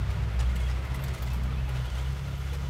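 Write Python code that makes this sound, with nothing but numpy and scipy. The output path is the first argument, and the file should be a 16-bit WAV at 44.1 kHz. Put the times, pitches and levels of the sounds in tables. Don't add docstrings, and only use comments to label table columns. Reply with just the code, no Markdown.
import sys
import numpy as np
from scipy import signal
from scipy.io import wavfile
from scipy.ndimage import uniform_filter1d

SR = 44100
rng = np.random.default_rng(int(sys.argv[2]) if len(sys.argv) > 2 else 0)


def amplitude_ratio(level_db):
    exponent = np.asarray(level_db, float) / 20
    return 10 ** exponent


def inscribe(sig):
    pcm = np.round(np.clip(np.atleast_2d(sig).T, -1, 1) * 32767)
    wavfile.write(sys.argv[1], SR, pcm.astype(np.int16))


N = 118629
T = np.arange(N) / SR

# frequency [Hz], density [dB per Hz].
RUMBLE_SHAPE = [(22, -12), (33, -3), (45, 0), (85, 1), (110, 0), (160, -4), (210, -12), (300, -22)]
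# centre in seconds, level in dB, pitch in Hz, length in seconds.
SHUDDERS = [
    (0.18, -48, 51, .45),
    (1.654, -38, 45, 0.25),
    (1.28, -44, 130, 0.12),
    (1.9, -41, 120, .14),
]
# time in seconds, pipe note in Hz, level in dB.
TRUCK_NOTE = [(0, 95, -33), (.25, 104, -35), (.43, 114, -42), (.58, 108, -47), (.74, 112, -40),
              (.95, 120, -45), (1.18, 117, -44), (1.45, 114, -49), (1.7, 112, -60)]
# multiple of the pipe note, level in dB relative to it.
TRUCK_ORDERS = [(.5, -7), (1, 0), (1.5, -12)]
# resonance in Hz, width in Hz, level in dB.
PANELS = [(387, 45, -63.5), (602, 120, -65), (973, 21, -63.5), (1266, 130, -62.5), (1422, 64, -60),
          (1638, 120, -72), (2064, 250, -62), (3000, 220, -66.5), (3394, 220, -68), (6240, 440, -73)]
# time in seconds, engine effort in dB, scraping of the tracks in dB.
EFFORT = [(0, 1, -0.5), (.3, 0.5, -2.5), (.65, 0.5, 2), (.8, 1, -1.5), (1.2, 1, 0), (1.55, 0.5, -1.5),
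          (1.95, 0, 2), (2.3, 0, 1.5), (2.69, -0.5, 2.5)]
# time in seconds, peak in dB, mid band in dB, top band in dB.
CLANKS = [(0.105, -43, 9, -7), (0.393, -34.5, 9, -8), (0.4043, -42, -1, -15), (0.413, -53, 13, -16),
          (0.4894, -53, 2, -16), (0.5571, -40, 4.5, -0.5), (0.5995, -39.5, 6, -11), (0.7004, -38, 5, -12),
          (0.8525, -43, 8, 0), (0.9454, -37.5, -1, 0), (0.9922, -51, 22, 1), (1.038, -38, 3, -1),
          (1.08, -43, 3, -10), (1.1369, -40.5, 1, -5), (1.1764, -44, -2, -3), (1.2237, -39, 10, 5.5),
          (1.2631, -39.5, -8, -8), (1.3042, -44, -1, -15), (1.3326, -46.5, 0, 4.5), (1.344, -48, 6, -1),
          (1.4337, -47.5, -11, 2), (1.6924, -44, 9, -4), (1.7582, -45, 6, -23), (1.8545, -51, 8, -10),
          (1.9009, -44, 2, -14), (1.9494, -43, 7, -10), (2.0103, -51, 1, -18), (2.1198, -46, -2, -7),
          (2.5324, -37.5, 6, -3), (2.541, -51, -1, -5)]
# start in seconds, peak in dB, pitch in Hz, 60 dB decay in seconds.
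RINGS = [(0.5606, -34.5, 2130, 0.055), (0.6045, -35, 2164, 0.16), (0.8492, -40, 2070, 0.23),
         (0.9434, -30.5, 2007, 0.048), (1.1744, -41, 2050, 0.11), (1.2745, -36, 2057, 0.049),
         (1.304, -38.5, 2610, 0.24), (1.5749, -36, 2586, 0.15), (1.6501, -41.5, 2600, 0.2),
         (1.7543, -37, 2600, 0.063), (0.411, -37, 1700, 0.055), (0.4943, -39, 2130, 0.083),
         (0.5267, -38, 1920, 0.08), (0.626, -39, 2102, 0.06), (0.684, -36, 1920, 0.1),
         (1.0331, -44, 2070, 0.03), (1.1433, -43, 2030, 0.091), (1.798, -40, 3010, 0.07),
         (1.8532, -35.5, 2992, 0.066), (1.875, -41, 3300, 0.12), (1.915, -39, 3020, 0.081),
         (1.978, -41, 3140, 0.11), (1.995, -39, 3280, 0.06), (2.0293, -39, 3070, 0.099),
         (2.0582, -39, 2970, 0.093), (2.079, -44, 3020, 0.074), (2.25, -44, 4103, 0.061),
         (2.31, -45, 3610, 0.067), (2.4268, -50, 2955, 0.07), (2.541, -44, 4150, 0.058)]
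# centre in seconds, level in dB, pitch in Hz,
# length in seconds.
SQUEAKS = [(.404, -53, 6050, .014), (.405, -52, 7000, .014), (.564, -52, 7700, .016),
           (.467, -51, 3250, .02), (.6, -52, 3350, .02), (.64, -50, 3300, .022), (.672, -51, 3300, .02),
           (.949, -49, 11200, .012), (.952, -54, 14900, .014), (1.04, -53, 14700, .012),
           (1.04, -55, 10700, .01), (1.055, -58, 13200, .006), (1.085, -59, 11700, .016),
           (1.013, -58, 11500, .014), (1.022, -57, 14100, .016), (1.041, -48, 13200, .012),
           (1.043, -52, 7700, .012), (1.229, -50, 15100, .012), (1.45, -51, 1300, .03),
           (1.49, -51, 1230, .03), (1.525, -52, 1300, .025), (1.545, -54, 3500, .025),
           (1.690, -51, 830, .05), (1.698, -56, 11000, .012), (1.862, -59, 11700, .016),
           (1.961, -64, 11700, .014), (2.388, -59, 11900, .028), (2.545, -47, 480, .045)]
# time in seconds, firing rate in Hz, exhaust note in dB, second harmonic in dB.
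DOZER_NOTE = [(0, 64.4, -31, -31.5), (.2, 63.47, -33, -40), (.32, 62.02, -35, -41.5),
              (.4, 61.66, -21.5, -40.5), (.55, 61.9, -27, -45.5), (.68, 62.64, -26, -38),
              (.88, 66, -32, -43), (1.05, 67.75, -35.5, -34), (1.18, 63.7, -37.5, -44.5),
              (1.3, 61.7, -32, -38.5), (1.45, 63.32, -32, -38), (1.63, 65.35, -29, -35),
              (1.8, 63.1, -33.5, -33), (1.9, 61.27, -32.5, -43.5), (2.1, 66.8, -30.5, -33.5),
              (2.2, 68.67, -37, -34.5), (2.5, 67.9, -32, -40), (2.69, 68.1, -37, -37)]
# multiple of the firing rate, level in dB.
UNEVEN_ORDERS = [(1.25, -50), (1.5, -50), (2.25, -60), (2.5, -53), (4, -64)]
# centre in seconds, change of exhaust note in dB,
# change of second harmonic in dB, length in seconds.
JOLTS = [(0.071, -5, -8, 0.039), (0.112, 4.5, -10, 0.057), (.16, -10, -4, 0.037), (.21, 3.5, 7, 0.055),
         (0.266, 6, 7, 0.031), (0.356, 0, -15, 0.035), (.43, -4.5, 8, 0.049), (.5, -0.5, -3, 0.053),
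         (0.549, -6, 11, 0.024), (0.795, -2.5, -5, 0.04), (0.866, -4, -7, .04), (0.926, 3.5, 3, 0.061),
         (0.993, -4, 0, 0.044), (1.113, 7.5, 1, .06), (1.166, -12, 4, 0.048), (1.255, 5.5, 5.5, 0.047),
         (1.3, -6, 8, 0.042), (1.329, 8, -7, 0.041), (1.404, 3.5, -1, 0.057), (1.455, 6, -1, .04),
         (1.537, 0.5, 0.5, 0.056), (1.629, -1, 5, 0.039), (1.686, 0, -5, 0.034), (1.93, 0.5, 1, 0.047),
         (2.09, 2, -1.5, 0.057), (2.169, 1.5, -9, 0.053), (2.555, 0, -2, 0.068)]
# time in seconds, third harmonic in dB.
BARK = [(0, -49), (.3, -54), (.47, -42.5), (.7, -58), (.9, -54.5), (1.2, -51.5), (1.42, -44.5), (1.65, -52),
        (1.85, -69), (2.12, -59), (2.3, -59), (2.69, -64)]
# frequency [Hz], density [dB per Hz].
CLATTER_SHAPE = [(130, -6), (220, -29), (277, -2), (382, 1.5), (2110, -5), (3420, -9.5), (4800, -14.5),
                 (6160, -18.5), (15600, -28.5)]

RUMBLE_DB, RUMBLE_SWELL_DB = -44, 1.5
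IDLE_HZ, IDLE_DB, IDLE_FLICKER_DB = 49.5, -45, 2.5
PITCH_JITTER = .003
BAND_FLICKER_DB = 0.87
SCRAPE_FROM_HZ, SCRAPE_FULL_HZ = 1800, 4500
BUZZ_DB, BUZZ_PER_S = 2.5, 45
RASP_GAIN = 2.1
ATTACK_S, HOLD_S, CLANK_T60_S, EARLY_S = .005, .002, .08, 0.0046
TAIL_DB, TAIL_T60_S = -11, 0.3
MODE_DB, MODE_SCATTER_DB, GRAIN_DB = -23.5, 2.5, 2.5
RING_DB, RING_ROUGH_DB, SQUEAK_ROUGH_DB = -8, 3.2, 3.5
WOBBLE = .006
UNEVEN_FLICKER_DB, BARK_WIDTH_HZ = 4, 45
CLATTER_DB, CLATTER_SWELL_DB = -45.5, .2
GATE_DEPTH, GATE_SHARE = .3, 0.27
RATTLE_DB, RATTLE_SWING_DB, RATTLE_PER_S = -6.5, 3, 40
NOTCH_HZ, NOTCH_WIDTH_HZ, NOTCH_DEPTH = 10380, 730, 0.36
TOP_HZ, BOTTOM_HZ = 15700, 24


def level(x, db):
    return x * amplitude_ratio(db) / np.sqrt(np.mean(x ** 2))


def curve(table, k):
    points = np.array(table)
    return np.interp(T, points[:, 0], points[:, k])


def band(x, lo_hz, hi_hz):
    edges = [lo_hz, min(hi_hz, .45 * SR)]
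    return signal.sosfilt(signal.butter(2, edges, "bandpass", fs=SR, output="sos"), x)


def noise():
    return rng.standard_normal(N)


def walk(rate):
    k = int(SR / rate)
    held = np.repeat(rng.standard_normal(N // 100), k)[:N + k]
    return 1.3 * uniform_filter1d(uniform_filter1d(held, k), k)[:N]


def bump(s, length):
    return np.exp(-((T - s) / length * 2) ** 2)


def blow(start, attack_s, hold_s, t60):
    u = np.maximum(T - start, 0)
    fall = amplitude_ratio(-60 * np.maximum(u - attack_s - hold_s, 0) / t60)
    return np.minimum(u / attack_s, 1) * fall


def coloured(shape, source, swell, treble=0):
    hz, db = np.array(shape).T
    edges = np.geomspace(hz[0], hz[-1], num=int(3 * np.log2(hz[-1] / hz[0])) + 1)
    treble_share = np.interp(edges, [SCRAPE_FROM_HZ, SCRAPE_FULL_HZ], [0, 1])
    out = np.zeros(N)
    for lo, hi, share in zip(edges[:-1], edges[1:], treble_share):
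        band_db = np.interp(np.log(lo * hi) / 2, np.log(hz), db)
        moving_db = (2.5 - share) * swell + share * treble + BAND_FLICKER_DB * walk(8.923)
        out += amplitude_ratio(band_db + moving_db) * band(source(), lo, hi)
    return out


def turns(hz):
    return np.cumsum(hz * (1 + PITCH_JITTER * walk(13.05))) / SR


def order(phase, k, db, flicker_db):
    gain = np.sqrt(2) * amplitude_ratio(db + flicker_db * walk(8.604))
    return gain * np.sin(2 * np.pi * (k * phase + rng.random()))


def site_rumble():
    return level(coloured(RUMBLE_SHAPE, noise, RUMBLE_SWELL_DB * walk(2.15)), RUMBLE_DB)


def parked_truck():
    return order(turns(np.full(N, IDLE_HZ)), 1, IDLE_DB, IDLE_FLICKER_DB)


def ground_shudders():
    return sum(amplitude_ratio(db) * bump(s, length) * np.sin(2 * np.pi * hz * T) for s, db, hz, length in SHUDDERS)


def leaving_truck():
    phase = turns(curve(TRUCK_NOTE, 1))
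    return sum(order(phase, k, curve(TRUCK_NOTE, 2) + db, 1) for k, db in TRUCK_ORDERS)


def panels():
    out = np.zeros(N)
    for hz, width, db in PANELS:
        buzz_db = BUZZ_DB * walk(BUZZ_PER_S)
        if hz > SCRAPE_FULL_HZ / 2:
            buzz_db = buzz_db + RASP_GAIN * curve(EFFORT, 2)
        out += amplitude_ratio(buzz_db) * level(band(noise(), hz - width / 2, hz + width / 2), db)
    return out


def track_clanks():
    edges = np.geomspace(350, TOP_HZ, num=45)
    modes = np.array([level(band(noise(), lo, hi), MODE_DB) for lo, hi in zip(edges[:-1], edges[1:])])
    scatter = MODE_SCATTER_DB * rng.standard_normal((40, len(modes)))
    grain = amplitude_ratio(GRAIN_DB * walk(210))
    colour_hz = np.log([500, 1800, 6000, 9500, 11500])
    out = np.zeros(N)
    for (s, db, mid_db, top_db), own_db in zip(CLANKS, scatter):
        tilt_db = np.interp(np.log(edges[1:]), colour_hz, [mid_db - 10, mid_db - 4, 0, -3, top_db])
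        span = slice(int((s - .02) * SR), int((s + .2) * SR))
        slap = blow(s - EARLY_S, ATTACK_S, HOLD_S, CLANK_T60_S)
        tail = amplitude_ratio(TAIL_DB) * blow(s, ATTACK_S, 0, TAIL_T60_S)
        steel = amplitude_ratio(db + tilt_db + own_db) @ modes[:, span]
        out[span] += ((slap + tail) * grain)[span] * steel
    return out


def plates_and_pins():
    shake = amplitude_ratio(RING_ROUGH_DB * walk(260))
    slip = T + np.cumsum(WOBBLE * walk(220)) / SR
    rough = amplitude_ratio(SQUEAK_ROUGH_DB * walk(300))
    out = np.zeros(N)
    for s, db, hz, t60 in RINGS:
        out += amplitude_ratio(db + RING_DB) * shake * blow(s, ATTACK_S, 0, t60) * np.sin(2 * np.pi * hz * slip)
    for s, db, hz, length in SQUEAKS:
        out += amplitude_ratio(db) * rough * bump(s, length) * np.sin(2 * np.pi * hz * slip)
    return out


def dozer_exhaust(phase):
    jolt = sum(np.outer([db, second_db], bump(s, length)) for s, db, second_db, length in JOLTS)
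    note = order(phase, 1, curve(DOZER_NOTE, 2) + jolt[0], 0.47)
    note = note + order(phase, 2, curve(DOZER_NOTE, 3) + jolt[1], 0.95)
    ragged = level(band(noise(), 1.6, BARK_WIDTH_HZ / 2), 0)
    note = note + ragged * order(phase, 3, curve(BARK, 1), 1)
    return note + sum(order(phase, k, db, UNEVEN_FLICKER_DB) for k, db in UNEVEN_ORDERS)


def diesel_clatter(phase):
    gate = 1 + GATE_DEPTH * np.exp(-(phase % 1) / GATE_SHARE)
    rattle = amplitude_ratio(RATTLE_DB + RATTLE_SWING_DB * walk(RATTLE_PER_S))
    swell = curve(EFFORT, 1) + CLATTER_SWELL_DB * walk(3.9)
    hiss = coloured(CLATTER_SHAPE, lambda: (gate + rattle) * noise(), swell, curve(EFFORT, 2))
    return level(hiss, CLATTER_DB)


def dozer():
    phase = turns(curve(DOZER_NOTE, 1))
    return dozer_exhaust(phase) + diesel_clatter(phase)


def scene():
    engines = dozer() + leaving_truck() + parked_truck()
    ground = ground_shudders() + site_rumble()
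    metal = panels() + track_clanks() + plates_and_pins()
    return (engines + ground + metal)[None]


def low_pass(x):
    return signal.sosfilt(signal.butter(12, 15700, fs=SR, output="sos"), x)


def record(dry):
    peak = signal.iirpeak(NOTCH_HZ, NOTCH_HZ / NOTCH_WIDTH_HZ, fs=SR)
    dipped = dry - NOTCH_DEPTH * signal.lfilter(*peak, dry)
    bass_cut = signal.butter(2, BOTTOM_HZ, "highpass", fs=SR, output="sos")
    return low_pass(signal.sosfilt(bass_cut, dipped))


dry = scene()
out = record(dry)
inscribe(out)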